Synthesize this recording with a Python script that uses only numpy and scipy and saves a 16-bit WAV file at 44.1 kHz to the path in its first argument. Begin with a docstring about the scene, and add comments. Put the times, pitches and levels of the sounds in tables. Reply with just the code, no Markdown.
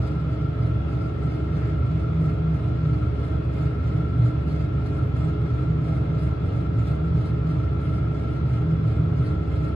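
"""Hydraulic elevator, descending, inside the cab

A stereo pair stands in the cab: steady air and the rumble of the ride lie behind, with passing low throbs.
A small induction motor, probably the cab fan, hums on its shaft orders and the mains and whines in
wavering strands; its bearing hisses in about three swells a second, with a few harder scrapes and ticks.
The car brushes its guide once and squeaks faintly once.
Tones are sums of sines; air, rumble, hiss and ringing are noise shaped by spectra and resonances.
"""
import sys
import numpy as np
from scipy import signal
from scipy.fft import rfft, irfft, next_fast_len
from scipy.io import wavfile
from scipy.ndimage import uniform_filter1d, map_coordinates

SR = 44100
rng = np.random.default_rng(int(sys.argv[2]) if len(sys.argv) > 2 else 0)


def transcribe(signal):
    """Save signal, clipped to [-1, 1], as a 16-bit WAV file at the path in sys.argv[1]."""
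    frames = np.atleast_2d(signal).T
    limited = np.clip(frames, -1, 1)
    pcm = np.round(limited * 32767).astype(np.int16)
    wavfile.write(sys.argv[1], SR, pcm)


N = 429975  # length [samples]

# Rush of air, in phase at both microphones: (frequency [Hz], density before balance [dB per Hz])
AIR_IN_PHASE = [(10, -84.5), (25, -72), (45, -66), (200, -64.5), (245, -65), (350, -63.5), (470, -75.5),
                (640, -76), (800, -77.5), (1050, -84), (1200, -78.5), (1550, -84.5), (2000, -91.5),
                (2400, -89.5), (4100, -99), (6000, -112), (12000, -134)]
# Rush of air, in opposite phase: (frequency [Hz], density before balance [dB per Hz])
AIR_OPPOSED = [(20, -93), (55, -78), (115, -70.5), (170, -67.5), (300, -70), (470, -69), (700, -79),
               (1050, -85.5), (1200, -77.5), (1550, -83), (2500, -89.5), (4100, -99), (6000, -114),
               (12000, -130)]
# Low boom of the ride, before the frame's trim: (time [s], level [dB])
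RIDE_LEVEL = [(0, -56), (1.5, -47), (2.3, -44.5), (3.2, -45), (5.6, -44), (6.2, -41), (7.5, -47),
              (8.3, -46.5), (9.2, -32), (9.75, -38.5)]
# Low air modes of the cab, before they follow the ride: (frequency [Hz], width [Hz], peak density [dB per Hz])
CAB_MODES = [(77, 11, -46.5), (92.3, 8.8, -44), (112.4, 6.3, -42), (125, 5.5, -43), (136, 7.6, -46),
             (151, 9, -44), (159.56, 6.6, -42), (177.2, 6.8, -51.5), (196.2, 9.2, -57), (214.7, 18, -61),
             (291.7, 9.2, -61.5), (406.3, 13, -61), (443.3, 12, -67.5), (476.5, 9, -65.5)]
# Sway of the car frame: (frequency [Hz], width [Hz], relative level [dB])
FRAME_MODES = [(54.6, 11, -2), (65, 4.2, 5), (84, 9, 5)]
# Throbs of the cab's low modes: (time [s], frequency [Hz], level [dB])
CAB_THROBS = [(.7, 115.3, -23), (1.38, 158.8, -32.5), (1.95, 160, -25.5), (2.2, 159.2, -25.5),
              (2.5, 157.7, -24), (2.849, 157, -26.5), (3.07, 116, -27), (4.0, 161.9, -26.5),
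              (4.24, 119, -22.5), (4.55, 159.7, -27.5), (5.0, 125, -23), (5.12, 159, -35),
              (5.6, 124, -23.5), (5.72, 158.6, -25.5), (6.3, 160.5, -27.5), (6.78, 112, -23.5),
              (7.1, 161.2, -25), (7.18, 85.7, -25.5), (7.5, 159, -25.5), (8.55, 122, -26), (8.7, 161, -30),
              (8.86, 113, -25), (9.2, 124, -25), (9.55, 120.4, -26.5)]
# The guide brushing and squeaking: (time [s], length [s], frequency [Hz], width [Hz], level [dB])
GUIDE_SCUFFS = [(1.64, 0.085, 1640, 850, -48.5), (5.077, 0.034, 11900, 600, -73)]
# Slip of the fifth shaft order behind the mains: (time [s], count [beats])
SLIP_BEATS = [(0, -.05), (1.63, 5), (3.6, 11), (6.55, 20), (9.75, 29.45)]
# Swells of the bearing's rubbing, about one a beat: (time [s], length [s], height [dB])
RUB_SWELLS = [(-0.022, 0.18, 7), (0.26, 0.19, 5), (0.584, 0.13, 4), (0.873, 0.22, 6), (1.225, 0.17, 6),
              (1.534, 0.21, 5.5), (1.849, 0.21, 4.5), (2.2, 0.13, 7.5), (2.522, 0.2, 5), (2.836, 0.2, 4.5),
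              (3.155, 0.2, 6), (3.538, 0.15, 8.5), (3.832, 0.19, 6.5), (4.183, 0.14, 7), (4.463, 0.21, 6.5),
              (4.832, 0.2, 6), (5.149, 0.16, 8), (5.443, 0.24, 4), (5.826, 0.16, 8.0), (6.118, 0.21, 6.5),
              (6.462, 0.17, 6.3), (6.782, 0.17, 8.5), (7.141, 0.18, 7), (7.47, 0.19, 6.5), (7.785, 0.23, 5),
              (8.145, 0.25, 5.5), (8.492, 0.11, 7.5), (8.838, 0.14, 6.5), (9.162, 0.2, 6.5),
              (9.502, 0.2, 7.5)]
# Hard scrapes of the bearing: (time [s], extra level [dB])
HARD_SCRAPES = [(.075, 5), (2.23, 3), (4.26, 4), (4.87, 3), (6.24, 5), (6.88, 3), (7.27, 1.5), (7.82, 1),
                (7.94, 4), (9.27, 6)]
# Dry ticks: (time [s], level [dB])
DRY_TICKS = [(3.538, -63), (4.185, -64), (4.53, -63)]
# Spectrum of the bearing hiss: (frequency [Hz], relative level [dB])
HISS_SPECTRUM = [(800, -2.5), (2200, 2), (3300, 5), (4000, 5.5), (5300, 5.5), (5650, -1), (6700, -2.5),
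                 (7100, -6.5), (7650, -3), (7900, -5), (8700, -1.5), (9600, -5), (10700, -5), (12000, -14),
                 (14000, -23)]
# Ringing of the fan housing, before trim and swells:
# (frequency [Hz], width [Hz], peak density [dB per Hz], left-right [dB], left lead [rad])
HOUSING_MODES = [(537, 14, -66, 2, -1.5), (563, 10, -67, 2, -1.5), (637, 10, -72, -0.5, -2.5),
                 (660, 10, -72, 3, -1), (772, 12, -74.5, 0, -1), (805, 24, -77, 1, -1),
                 (895, 24, -78.5, 0, 1), (998, 14, -77, 1, 1), (1261, 12, -68, 2.5, 2.5),
                 (1305, 52, -69.5, 2.5, 0.5), (1349, 9.1, -64.5, 6.5, -1.33), (1364, 40, -72.5, 2.5, -1.14),
                 (1630, 30, -80.5, -0.5, 1.5), (1700, 20, -74.5, -2, 3), (1860, 47, -83, 1, 1.5),
                 (2130, 130, -81.7, -2.5, 0.6), (2455, 20, -83.5, 1.5, 0.5), (2658, 39, -84, -1.5, 1.5),
                 (3003, 26, -85, -1, 2.5), (3425, 60, -90, -1.5, 2), (4660, 24, -91.5, -4, 4),
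                 (5390, 130, -98, -2.5, 1.5), (5945, 26, -100, 0, 2)]
# Slow rise and fall of the whine, used about its mean: (time [s], level [dB])
WHINE_LEVEL = [(0, 0.5), (1, .5), (1.6, 1.2), (2.3, 1), (2.6, -0.5), (3.25, -0.5), (3.45, -3), (3.7, 1),
               (4.2, 1.5), (4.45, -3), (4.75, 1), (6.6, -.8), (6.85, 1.5), (7.5, -2), (8, 2.5), (8.3, 1.5),
               (8.7, -1), (9.6, 0.5)]
# Lines of the shaft, before trim: (shaft order [1], level [dB], left-right [dB], left lead [rad])
SHAFT_ORDERS = [(2, -57, -1, 0), (3, -29.7, -1, .1), (4, -39.5, -1, .1), (5, -39.5, -1, .2),
                (6, -40, -1, .1), (9, -53, -4, .4), (11, -47.5, -1, .7), (12, -48.3, -1, 1),
                (13, -43.7, -1, .5), (15, -52, 3, -2), (18, -45.2, 1, .5), (20, -54, -2, .3),
                (21, -55.5, -2, -2.5), (23, -58, 7, 2.3), (25, -64, 8, .2), (27, -53, 2, -1.6),
                (28, -58.5, 5, -1.1), (30, -57.5, 3, .8), (44, -66, 3, 1.3), (54, -64, -5, -2.9),
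                (57, -64, -4, 2.9), (59, -65, 7, 0), (89, -72.5, -2, .6), (144, -73.5, -5, 1.8),
                (147, -73.5, -1, 1.8)]
# Sum tones of shaft and mains, before trim: (shaft order [1], mains order [1], level [dB],
# left-right [dB], left lead [rad], lateness of the swell [beats])
SHAFT_MAINS_SUMS = [(0, 1, -31, -1, .2, .06), (3, 1, -53, -5, .6, 0), (6, 1, -47.8, -3, .7, .76),
                    (2, 2, -52.5, 0, .3, .52), (8, 1, -44.5, -1, .5, .11), (9, 1, -47, 2, .3, .13),
                    (4, 2, -50, 0, .3, .56), (20, 1, -60, 8, .2, .62), (21, 1, -59.5, 2, -2.4, .13),
                    (22, 1, -51.5, -6, -2.8, .2), (23, 1, -56.5, 1, -1.4, .13), (44, 2, -63, -1, -.2, .52),
                    (46, 2, -62, 2, .9, .52), (52, 1, -63, 2, -.8, .13), (47, 2, -55.2, 10, -1.4, .52),
                    (54, 1, -62, 6, .2, .13), (49, 2, -57, 5, .2, .52), (50, 2, -65, 3, .5, .52)]
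# Stronger swells of the strand near 305 Hz: (time [s], extra level [dB])
STRAND_SURGES = [(2.7, 2.5), (3.01, 5), (3.63, 2), (4.95, 3), (6.55, 1.5), (9.63, 2)]
# Flutter of the hum's lines: (frequency [Hz], depth [dB])
LINE_FLUTTER = [(70, .6), (120, 1), (260, 2.3), (420, 1.8), (640, 2.5), (1350, 1.4), (3400, 3)]

MAINS_HZ = 120  # the magnetic pull, first mains order
BEAT_ORDER = 5  # the shaft order that slips behind it
WHINE_TURN_DB = 1.3  # scale of the whine's pulse in each turn
TOUCH_TURNS = 0.77  # place in each turn where the bearing presses hardest


def amp(db):
    """Decibels to gain."""
    return 10 ** (np.asarray(db) / 20)


def unit(x):
    """Scale to rms 1."""
    return x / np.sqrt(np.mean(x ** 2) + 1e-20)


def along(points, hz):
    """Read (Hz, value) points on a log frequency axis."""
    f, v = np.transpose(points)
    return np.interp(np.log(hz + 1), np.log(f + 1), v)


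def curve(rows):
    """Turn (s, value) rows into one value per sample."""
    return np.interp(np.arange(N) / SR, *np.transpose(rows))


def bump(s, length):
    """A smooth rise and fall around time s, down to 1/e at length seconds either side."""
    return np.exp(-np.minimum(((np.arange(N) / SR - s) / length) ** 2, 50))


def wobble(rate):
    """A smooth random curve, rate knots a second."""
    knots = rng.standard_normal(400)
    coarse = np.linspace(0, N, 2000)
    smooth = map_coordinates(knots, [coarse * rate / SR], mode='mirror')
    return np.interp(np.arange(N), coarse, smooth)


def noise(response):
    """Noise whose density per root Hz is response(Hz)."""
    m = next_fast_len(N)
    spectrum = rfft(rng.standard_normal(m)) * response(np.fft.rfftfreq(m, 1 / SR))
    return irfft(spectrum, m)[..., :N] * np.sqrt(SR / 2)


def bell(hz, centre, width):
    """Gain of a resonance with steep skirts."""
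    return 1 / (1 + ((hz - centre) * np.sqrt(2) / width) ** 2)


def mic_pair(pan_db, lead):
    """Complex gains at the left and right microphone of a standing wave in the cab."""
    half = np.array([[.5], [-.5]])
    return amp(half * pan_db) * np.exp(1j * half * lead)


def patchy(x, depth_db, across_hz=600, lasting_s=.035):
    """Brief random surges and dips, each in its own band, alike on both channels; rms set to 1."""
    hz, t, z = signal.stft(x, SR, nperseg=512)
    field = rng.standard_normal((200, 1500))
    place = np.meshgrid(hz / across_hz, t / lasting_s, indexing='ij')
    gain_db = map_coordinates(field, place, mode='mirror')
    return unit(signal.istft(z * amp(depth_db * gain_db), SR, nperseg=512)[1][:, :N])


def steel_walls(x, t60, wet):
    """Close steel walls add a short dense ring above the bass, decaying 60 dB in t60 seconds."""
    t = np.arange(SR // 3) / SR
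    tail = rng.standard_normal((2, len(t))) * amp(-60 * t / t60)
    tail = signal.sosfilt(signal.butter(2, 400, 'high', fs=SR, output='sos'), tail)
    tail /= np.linalg.norm(tail, axis=1, keepdims=True)
    ring = signal.fftconvolve(x, tail, axes=1)[:, :N]
    return (x + wet * ring) / np.hypot(1, wet)


def air(left_db=.5):
    """A steady, slightly patchy rush: shaped noise, common and opposed, ringing between the walls."""
    mid = noise(lambda hz: amp(along(AIR_IN_PHASE, hz)))
    side = noise(lambda hz: amp(along(AIR_OPPOSED, hz)))
    pair = np.array([mid + side, mid - side]) * amp([[left_db], [-left_db]])
    rush = steel_walls(pair, t60=0.17, wet=0.35)
    return rush.std() * patchy(rush, depth_db=1.7, across_hz=130, lasting_s=.08)


def shaken(modes):
    """Noise through a bank of resonances, their powers added."""
    def response(hz):
        power = sum((amp(db) * bell(hz, f, w)) ** 2 for f, w, db in modes)
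        return np.sqrt(power) * mic_pair(pan_db=-1.0, lead=0.11)
    return noise(response)


def rumble(frame_db=3, follow=0.17):
    """The moving car shakes the cab's air modes; a deeper boom of the frame follows the ride fully."""
    ride_db = curve(RIDE_LEVEL)
    cab = amp(follow * (ride_db - ride_db.mean())) * shaken(CAB_MODES)
    frame = amp(frame_db + ride_db) * unit(shaken(FRAME_MODES))
    return cab + frame


def throbs(throb_s=0.082):
    """Now and then one low mode of the cab swells up and dies away: a sine under a smooth bump."""
    t = np.arange(N) / SR
    boom = np.zeros(N)
    for s, hz, db in CAB_THROBS:
        tone = np.sin(2 * np.pi * (hz * t + rng.random()))
        boom += amp(db) * bump(s, throb_s) * tone
    return np.sqrt(2) * boom * abs(mic_pair(pan_db=-0.2, lead=0))


def scuffs():
    """The guide's brush and squeak: brief soft noise in one band each, independent per channel."""
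    out = np.zeros((2, N))
    for s, length, f, w, db in GUIDE_SCUFFS:
        band = np.array([noise(lambda hz: bell(hz, f, w)) for mic in range(2)])
        out += amp(db) * unit(band) * bump(s, length)
    return out


def motor():
    """Mains cycles and shaft turns: the fifth shaft order slips about three cycles a second behind."""
    mains = MAINS_HZ * np.arange(N) / SR
    return mains, (mains - curve(SLIP_BEATS)) / BEAT_ORDER


def touch(turns, sharp=.4):
    """The press of the bearing through one turn of the shaft: a short peak and a long lull."""
    angle = 2 * np.pi * (turns - TOUCH_TURNS)
    return np.cos(angle) + sharp * np.cos(2 * angle)


def rub(rest_db=-75.5, grab_s=0.024, release_s=0.031, uneven_db=1.0):
    """Level of the rubbing before trim, dB: about once a beat the bearing takes hold and lets go."""
    t = np.arange(0, N, 100) / SR
    swell_db = np.zeros(len(t))
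    for s, length, db in RUB_SWELLS:
        hold = np.tanh((t - s) / grab_s)
        let_go = np.tanh((t - s - length) / release_s)
        swell_db += db * (hold - let_go) / 2
    return rest_db + curve(np.c_[t, swell_db]) + uneven_db * wobble(31)


def scrapes(scrape_s=.022):
    """Extra rubbing, dB, where the bearing catches harder for an instant."""
    return sum(db * bump(s, scrape_s) for s, db in HARD_SCRAPES)


def ticks(centre_hz=7000, width_hz=9000, length_s=.0012):
    """Tiny dry ticks of the bearing: very short bursts of broad noise."""
    band = np.array([noise(lambda hz: bell(hz, centre_hz, width_hz)) for mic in range(2)])
    return unit(band) * sum(amp(db) * bump(s, length_s) for s, db in DRY_TICKS)


def bearing(rub_db, turns, hiss_db=7.0, turn_db=1.0, grit_db=1.6, ring_hz=4085, ring_db=-1):
    """Dry rubbing: gritty, patchy hiss pulsing once a turn, first at the right mic, with one thin ring."""
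    lag = 12 / SR  # delay of the left channel [s]
    grit = unit(uniform_filter1d(rng.standard_normal(N), size=40))
    source = noise(lambda hz: amp(along(HISS_SPECTRUM, hz)) * mic_pair(0, -2 * np.pi * hz * lag))
    hiss = patchy(source, depth_db=3.0)
    ring = unit(noise(lambda hz: bell(hz, ring_hz, 70) * mic_pair(0, 1.8)))
    contact = amp(rub_db + turn_db * touch(turns) + grit_db * grit)
    return contact * (amp(hiss_db) * hiss + amp(ring_db) * ring)


def whine_swing():
    """Slow rise and fall of the whine about its mean, dB."""
    db = curve(WHINE_LEVEL)
    return db - db.mean()


def whine(rub_db, turns, level_db=-1, follow=0.58, swing=0.57):
    """The bearing keeps the housing's resonances ringing, more in each swell and once a turn."""
    surge = amp(swing * whine_swing())
    ringing = np.zeros((2, N))
    for f, w, db, pan_db, lead in HOUSING_MODES:
        mode = noise(lambda hz: amp(db) * bell(hz, f, w) * mic_pair(pan_db, lead))
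        in_whine = 1200 < f < 1450  # this group alone surges slowly
        ringing += mode * (surge if in_whine else 1)
    drive_db = follow * (rub_db - rub_db.mean()) + WHINE_TURN_DB * touch(turns)
    return ringing * amp(level_db + drive_db)


def hum(mains, turns, shake_turns=0.0033, surge_s=0.08, flutter_rate=9, level_db=-0.6):
    """Three blades and the magnetic pull give lines and sum tones; close neighbours beat together.
    The shaft runs a little unevenly, so the high strands waver most."""
    start = rng.random(size=160)  # shared by close neighbours [cycles]
    whine_db = whine_swing() + WHINE_TURN_DB * touch(turns)
    surge_db = sum(db * bump(s, surge_s) for s, db in STRAND_SURGES)
    turns = turns + shake_turns * wobble(7)
    shaft_lines = [(k, 0, db, pan_db, lead, 0) for k, db, pan_db, lead in SHAFT_ORDERS]
    out = np.zeros((2, N))
    for k, m, db, pan_db, lead, late in shaft_lines + SHAFT_MAINS_SUMS:
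        place = k + BEAT_ORDER * m  # close neighbours share a place
        swing_db = 0
        if 50 < place < 62:  # the whine's strands
            swing_db = whine_db
        elif place == 13:  # the strand near 305 Hz
            swing_db = surge_db
        flutter_db = along(LINE_FLUTTER, place * MAINS_HZ / BEAT_ORDER) * wobble(flutter_rate)
        phase = 2 * np.pi * (k * turns + m * mains - late + start[place])
        gains = mic_pair(pan_db, lead)
        level = amp(level_db + db + swing_db + flutter_db)
        out += np.sqrt(2) * level * abs(gains) * np.cos(phase + np.angle(gains))
    return out


def scene():
    """Everything heard in the cab, from the background to the motor."""
    mains, turns = motor()
    rub_db = rub()
    background = air() + rumble() + throbs() + scuffs()
    rubbing = ticks() + bearing(rub_db + scrapes(), turns)
    return background + rubbing + whine(rub_db, turns) + hum(mains, turns)


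def record(dry, top_hz=14300):
    """The recorder cuts steeply above its band limit and opens and closes softly."""
    m = next_fast_len(N + SR // 2)
    faded = dry * signal.windows.tukey(N, .0006)  # about 3 ms at each end
    band_limit = 1 + (np.fft.rfftfreq(m, 1 / SR) / top_hz) ** 60
    return irfft(rfft(faded, m) / band_limit, m)[:, :N]


dry = scene()
out = record(dry)
transcribe(out)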